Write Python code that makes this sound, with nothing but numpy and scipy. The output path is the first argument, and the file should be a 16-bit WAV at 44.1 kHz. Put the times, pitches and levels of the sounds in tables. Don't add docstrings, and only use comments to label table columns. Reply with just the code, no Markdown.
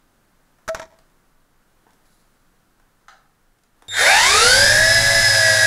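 import sys
import numpy as np
from scipy import signal
from scipy.fft import rfft, irfft, next_fast_len
from scipy.io import wavfile
from scipy.ndimage import map_coordinates

SR = 44100
rng = np.random.default_rng(int(sys.argv[2]) if len(sys.argv) > 2 else 0)


def store_pcm(level_fs):
    pcm = np.round(np.clip(level_fs, -1, 1) * 32767).astype(np.int16)
    wavfile.write(sys.argv[1], SR, np.atleast_2d(pcm).T)


N = 249606
T = np.arange(N) / SR

# (time [s], slow motor 1 [Hz], slow motor 2 [Hz], fast motor 1 [Hz], fast motor 2 [Hz])
ASKED_SPEEDS = [(4.08, 644.0, 551.0, 732.0, 718.0), (4.2, 598.0, 572.0, 649.0, 606.0),
                (4.52, 603.0, 599.0, 629.0, 629.0), (4.72, 599.0, 574.0, 639.0, 653.0),
                (4.98, 563.4, 560.6, 667.8, 662.4), (5.24, 568.2, 564.8, 668.8, 664.2),
                (5.36, 561.0, 544.0, 656.4, 653.4), (5.52, 555.4, 536.4, 643.2, 642.0),
                (5.66, 558.4, 541.2, 641.2, 632.4)]
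# (multiple of shaft speed [1], relative level of each motor in the order above [dB] x 4)
SHAFT_ORDERS = [(1, -34.5, -26, -19.5, -28.5), (3, -17.7, -20, -23, -29), (4, -50, -43, -35, -40),
                (6, -31, -33, -34, -28), (9, -24, -35, -27.5, -33.5), (10, -52, -48, -35, -59),
                (12, -56, -54, -46, -41), (15, -48, -60, -53, -51)]
STRAIN_GAINS = [1.7, 5.1, 5.6, 5.8]
BLADE_LEVELS = [-35, -50, -42, -52.5]
# (frequency [Hz], gain [dB])
SHELL_RESPONSE = [(100, -54), (340, -39), (430, -11.5), (650, -7), (850, -7.5), (1100, -10), (1400, -4),
                  (1650, 0.5), (2000, -1.5), (2280, -0.5), (2500, -6), (3400, -13), (4100, -5), (5100, 0.5),
                  (7000, -20), (12000, 3)]
# (frequency [Hz], relative density [dB])
RASP_SPECTRUM = [(150, -11), (350, -11), (480, -3), (800, 5), (1100, -5.5), (2200, -9), (3000, -3),
                 (3800, 2.5), (5200, 2.5), (7800, 0), (9100, -5), (10400, 2), (11600, -11.5), (15000, -18),
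                 (15700, -32)]
# (frequency [Hz], relative density [dB])
DRONE_SPECTRUM = [(600, -115), (1200, -5), (1600, 16), (2150, 10.5), (2600, -5.5), (4000, -101)]
# (frequency [Hz], relative density [dB])
WASH_SPECTRUM = [(15, 0), (50, -2), (100, -6), (200, -10), (350, -19), (800, -40)]
# (multiple [1], relative level [dB], scale of the phase ripple [rad])
WHISTLE_ORDERS = [(1, -1.5, 0.88), (2, -8.5, 1.3), (3, -22, 1.4), (4, -38, .7)]
# (time [s], blow level [dB], ring level relative to the blow [dB])
LEG_BLOWS = [(0.6788, -17.5, -11), (0.6868, -16.5, -2), (0.6914, -21.5, 1), (0.7473, -15.5, -7),
             (0.7966, -22, 2.5)]
# (frequency [Hz], mean relative level [dB], t60 [s])
FRAME_MODES = [(647, 4, 0.11), (947, 2.5, 0.029), (1322, 0.5, 0.078), (1680, -3, 0.023),
               (1887, -6.5, 0.074), (2120, -14, 0.045), (2970, -22, 0.043)]
# (frequency [Hz], relative density [dB])
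CRACK_SPECTRUM = [(60, 6), (200, -15), (500, -2), (1500, 10), (3000, -8), (6500, -4), (9000, -16),
                  (12000, -15.5), (15500, -39)]
# (time [s], relative level [dB])
ARM_STRIKES = [(.69, -11), (.918, -39.5)]
# (time [s], relative level [dB], t60 [s])
RATTLE_BURSTS = [(0.749, -28.5, .18), (.812, -29.5, 0.12), (.9, -56, .45)]
# (time [s], relative level [dB], knock level relative to the click [dB])
SMALL_CLICKS = [(0.5854, -55, 12), (0.9885, -42, -3), (1.0991, -53, -14), (1.8668, -61.5, 22),
                (1.9066, -47, -16), (1.933, -45, -14), (2.0554, -52, -10), (2.7982, -52, 9),
                (3.0133, -56, -10), (3.5865, -51, -12), (3.6363, -46, -12), (3.8222, -38, 3),
                (3.8836, -28.5, -4)]
# (frequency [Hz], relative density [dB])
TICK_SPECTRUM = [(500, 2), (2000, -2), (3700, 4), (5000, -1), (7500, -1), (10000, -4), (15500, -16)]
# (frequency [Hz], relative density [dB])
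KNOCK_SPECTRUM = [(200, -9), (500, 3), (800, 2), (1200, -2), (1650, 2), (2200, -11), (4000, -33)]
# (frequency [Hz], relative density [dB])
FAR_KNOCK_SPECTRUM = [(300, -38), (550, -20), (760, -2), (1100, -0.5), (1600, 4), (2200, -12), (2900, -18),
                      (3700, -10), (6000, -18), (13000, -43)]
# (frequency [Hz], relative density [dB])
RUSTLE_SPECTRUM = [(1470, -46), (2500, -21), (4040, 1), (5750, -6), (7530, -3), (8680, -9), (10200, 0),
                   (15000, -21)]
# (time [s], relative level [dB])
HISS_DRIFT = [(1.2, -63), (1.52, -64.5), (1.88, -62), (3.72, -65.5), (3.8, -62.5)]
# (frequency [Hz], relative density [dB])
HISS_SPECTRUM = [(40, -3), (160, 1), (300, -2), (420, -6), (800, -7), (1500, -6), (2400, -16), (5000, -19),
                 (10000, -20), (15500, -23)]
# (frequency [Hz], relative density [dB])
RUMBLE_SPECTRUM = [(8, -1), (22, 15.5), (30, 6), (50, -15), (120, -94)]
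# (frequency [Hz], t60 [s])
ROOM_DECAY = [(150, 1), (1500, 0.46), (5000, 0.42), (14000, 0.39)]

POWER_ON_S = 3.882
SPIN_FROM_S, SPIN_UP_S = 3.865, 1.13
EASE_S, EASED_S = 4.454, 4.835
LIFT_S, CLIMB_S = 4.704, 0.76
THROTTLE_S, IDLE_DUTY, HOVER_DUTY = 0.85, 0.051, 0.94
HOVER_HZ = 600
MESH_HZ = 161
SLIP = 0.014
SWITCH_HZ = 3667.5
ECHO_DB = -14
TOP_HZ = 15750


def flight(rasp_db=-24.5, rasp_strain_db=6.0, rasp_power=3.45, grain_db=0.7,
           drone_db=-29.5, hammer_db=21.5, hammer_power=4, drone_power=3.0):
    speed = shaft_speeds().mean(axis=0)
    tones, chatter = rotors()
    regular = 0.8 * (speed / speed.max()) ** 2
    teeth = np.sqrt(regular) * chatter + np.sqrt(1 - regular) * rng.standard_normal(N)
    teeth = teeth * amp(grain_db * wobble(350))
    rasp_gain = bite(rasp_power) * amp(rasp_db + rasp_strain_db * strain())
    rasp = rasp_gain * unit(coloured(teeth, RASP_SPECTRUM))
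    drone_gain = bite(drone_power) * amp(drone_db + hammer_db * acceleration() ** hammer_power)
    drone = drone_gain * unit(coloured(teeth, DRONE_SPECTRUM))
    echo = amp(ECHO_DB) * room(tones)
    return (tones + echo + rasp + drone) * (T > POWER_ON_S)


def rotors(gear_ratio=10.9, eccentric_rad=0.046, flutter_db=1.0, sway_db=2.16, brush_db=-9,
           full_hz=560, pull_db=5, bite_power=2.9, sing_hz=225):
    tones, blades, chatter = np.zeros((3, N))
    for motor, speed in enumerate(shaft_speeds()):
        turns = np.cumsum(speed) / SR
        prop_turns = turns / gear_ratio
        backlash = SLIP * wobble(130)
        off_centre = eccentric_rad * turn_pattern(prop_turns, count=4)
        angle = 2 * np.pi * turns + backlash + off_centre
        load = amp(flutter_db * wobble(45))
        edge_db = STRAIN_GAINS[motor] * strain()
        for multiple, *levels in SHAFT_ORDERS:
            strained = round(multiple) != 3
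            level_db = levels[motor] + strained * edge_db + sway_db * wobble(9.9)
            tones += load * amp(level_db) * np.sin(round(multiple) * angle)
        thrum = np.sin(4 * np.pi * prop_turns) + 0.16 * np.sin(8 * np.pi * prop_turns)
        blades += amp(BLADE_LEVELS[motor]) * (speed / full_hz) ** 2 * load * thrum
        chatter += turn_pattern(prop_turns, count=260)
        chatter += amp(brush_db) * turn_pattern(turns, count=24)
    drive = bite(bite_power, sing_hz) * amp(pull_db * acceleration() ** 3)
    return np.sqrt(2) * (coloured(drive * tones, SHELL_RESPONSE) + blades), unit(chatter)


def shaft_speeds():
    return np.array(curves(ASKED_SPEEDS)) * (1 - acceleration() ** 2)


def acceleration():
    return 1 - ramp(SPIN_FROM_S, SPIN_UP_S)


def strain():
    return 1 - ramp(EASE_S, EASED_S - EASE_S)


def bite(power, mesh_hz=MESH_HZ):
    return np.minimum(shaft_speeds().mean(axis=0) / mesh_hz, 1) ** power


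def turn_pattern(turns, count):
    harmonics = rng.standard_normal(count) + 1j * rng.standard_normal(count)
    pattern = irfft(np.r_[0, harmonics], 16 * count)
    return unit(np.interp(turns % 1, np.linspace(0, 1, len(pattern)), pattern))


def wash(wash_db=-29.0, speed_power=2.7, clear_db=-23, gust_db=3.0):
    thrust = (shaft_speeds().mean(axis=0) / HOVER_HZ) ** speed_power
    height = ramp(LIFT_S, CLIMB_S) ** 2
    level_db = wash_db + clear_db * height + gust_db * wobble(16)
    return thrust * amp(level_db) * noise(WASH_SPECTRUM)


def controller(whistle_db=-22, opening=0.69, hum_hz=101, hum_db=-48):
    throttle = ramp(POWER_ON_S, THROTTLE_S) ** opening
    duty = np.clip(IDLE_DUTY + (HOVER_DUTY - IDLE_DUTY) * throttle, 0, 1)
    ripple = np.zeros(N)
    for speed in shaft_speeds():
        ripple += np.sin(6 * np.pi * np.cumsum(speed) / SR + rng.uniform(0, 2 * np.pi)) / 2
    whistle = np.zeros(N)
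    for multiple, db, depth in WHISTLE_ORDERS:
        phase = 2 * np.pi * round(multiple) * SWITCH_HZ * T
        whistle += amp(db) * np.sin(phase + depth * ripple)
    whistle *= amp(whistle_db) * np.sin(np.pi * duty)
    hum = amp(hum_db) * np.sin(2 * np.pi * hum_hz * T)
    return np.sqrt(2) * (whistle + hum) * (T > POWER_ON_S)


def landing(crack_db=-6, crack_t60=0.04, ring_db=-13, room_db=-19):
    out, t = np.zeros(N), T[:SR // 2]
    for s, db, body_db in LEG_BLOWS:
        crack = amp(crack_db) * noise(CRACK_SPECTRUM, size=len(t)) * amp(-60 * t / crack_t60)
        ring = amp(body_db + ring_db) * frame_ring()
        add(out, s, amp(db) * (crack + ring))
    return out + amp(room_db) * room(out)


def frame_ring():
    t = T[:SR // 2]
    ring = np.zeros(len(t))
    for hz, level, t60 in FRAME_MODES:
        ring += amp(level + rng.normal(0, 1.7) - 60 * t / t60) * np.sin(2 * np.pi * hz * t)
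    return ring


def arm(hz=651, rise=0.018, t60=0.16, room_db=-26):
    out, t = np.zeros(N), T[:SR // 2]
    for s, db in ARM_STRIKES:
        envelope = amp(db - 60 * t / t60) * (1 - np.exp(-t / rise))
        add(out, s, envelope * np.sin(2 * np.pi * hz * t))
    return out + amp(room_db) * room(out)


def rattle(tick_db=-7, tick_t60=0.011, body_db=-3, rise=0.006):
    level = np.zeros(N)
    for s, db, t60 in RATTLE_BURSTS:
        add(level, s, amp(db - 60 * T / t60) * (1 - np.exp(-T / rise)))
    taps = (rng.random(N) < 900 / SR) * rng.standard_normal(N)
    t = T[:SR // 20]
    tick = noise(CRACK_SPECTRUM, size=len(t)) * amp(-60 * t / tick_t60)
    ticks = signal.fftconvolve(taps, tick)[:N]
    body = signal.fftconvolve(taps, frame_ring())[:N]
    return level * (amp(tick_db) * unit(ticks) + amp(body_db) * unit(body))


def clicks(tick_db=-8, tick_t60=0.017, knock_db=-8, knock_t60=0.033, room_db=-2):
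    out, t = np.zeros(N), T[:SR // 4]
    for s, db, body_db in SMALL_CLICKS:
        tick = noise(TICK_SPECTRUM, size=len(t)) * amp(tick_db - 60 * t / tick_t60)
        knock = noise(KNOCK_SPECTRUM, size=len(t)) * amp(knock_db + body_db - 60 * t / knock_t60)
        add(out, s, amp(db) * (tick + knock))
    return out + amp(room_db) * room(out)


def far_knock(s=3.083, db=-37, t60=0.03, room_db=6):
    out, t = np.zeros(N), T[:SR // 4]
    add(out, s, noise(FAR_KNOCK_SPECTRUM, size=len(t)) * amp(db - 60 * t / t60))
    return out + amp(room_db) * room(out)


def rustle(start=2.05, rise=0.015, t60=1.3, level_db=-64, grain_db=2.5):
    decay_db = -60 * np.abs(T - start) / t60
    envelope = ramp(start, rise) * amp(level_db + decay_db + grain_db * wobble(40.3))
    return envelope * noise(RUSTLE_SPECTRUM)


def room_tone(hiss_db=-62.5, rumble_db=-63):
    drift, = curves(HISS_DRIFT)
    drift = drift - drift[T < POWER_ON_S].mean()
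    return amp(hiss_db + drift) * noise(HISS_SPECTRUM) + amp(rumble_db) * noise(RUMBLE_SPECTRUM)


def room(x):
    hz, t, z = signal.stft(rng.standard_normal(SR // 2), SR, nperseg=256)
    decay = amp(-60 * t / along(ROOM_DECAY, hz)[:, None])
    tail = signal.istft(z * decay, SR, nperseg=256)[1]
    return signal.fftconvolve(x, tail / np.linalg.norm(tail))[:len(x)]


def amp(db):
    return 10 ** (np.asarray(db) / 20)


def unit(x):
    return x / np.sqrt(np.mean(x ** 2) + 1e-20)


def along(points, hz):
    f, v = np.transpose(points)
    return np.interp(np.log(hz + 1), np.log(f + 1), v)


def curves(rows):
    s, *columns = np.transpose(rows)
    return [np.interp(T, s, column) for column in columns]


def ramp(start, length):
    return np.clip((T - start) / length, 0, 1)


def wobble(rate):
    return map_coordinates(rng.standard_normal(int(N * rate / SR) + 4), [T * rate])


def filtered(x, response):
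    m = next_fast_len(len(x) + SR // 4)
    return irfft(rfft(x, m) * response(np.fft.rfftfreq(m, 1 / SR)), m)[:len(x)]


def coloured(x, spectrum):
    return filtered(x, lambda hz: amp(along(spectrum, hz)))


def noise(spectrum, size=N):
    return unit(coloured(rng.standard_normal(size), spectrum))


def add(track, s, x):
    start = round(s * SR)
    track[start:start + len(x)] += x[:N - start]


def scene():
    craft = flight() + wash() + controller()
    touchdown = landing() + arm() + rattle()
    background = clicks() + far_knock() + rustle() + room_tone()
    mono = craft + touchdown + background
    return np.array([mono, mono])


def record(dry):
    soft = dry / (1 + (dry / 0.8) ** 6) ** (1 / 6)
    return np.array([filtered(x, lambda hz: hz < TOP_HZ) for x in soft])


dry = scene()
out = record(dry)
store_pcm(out)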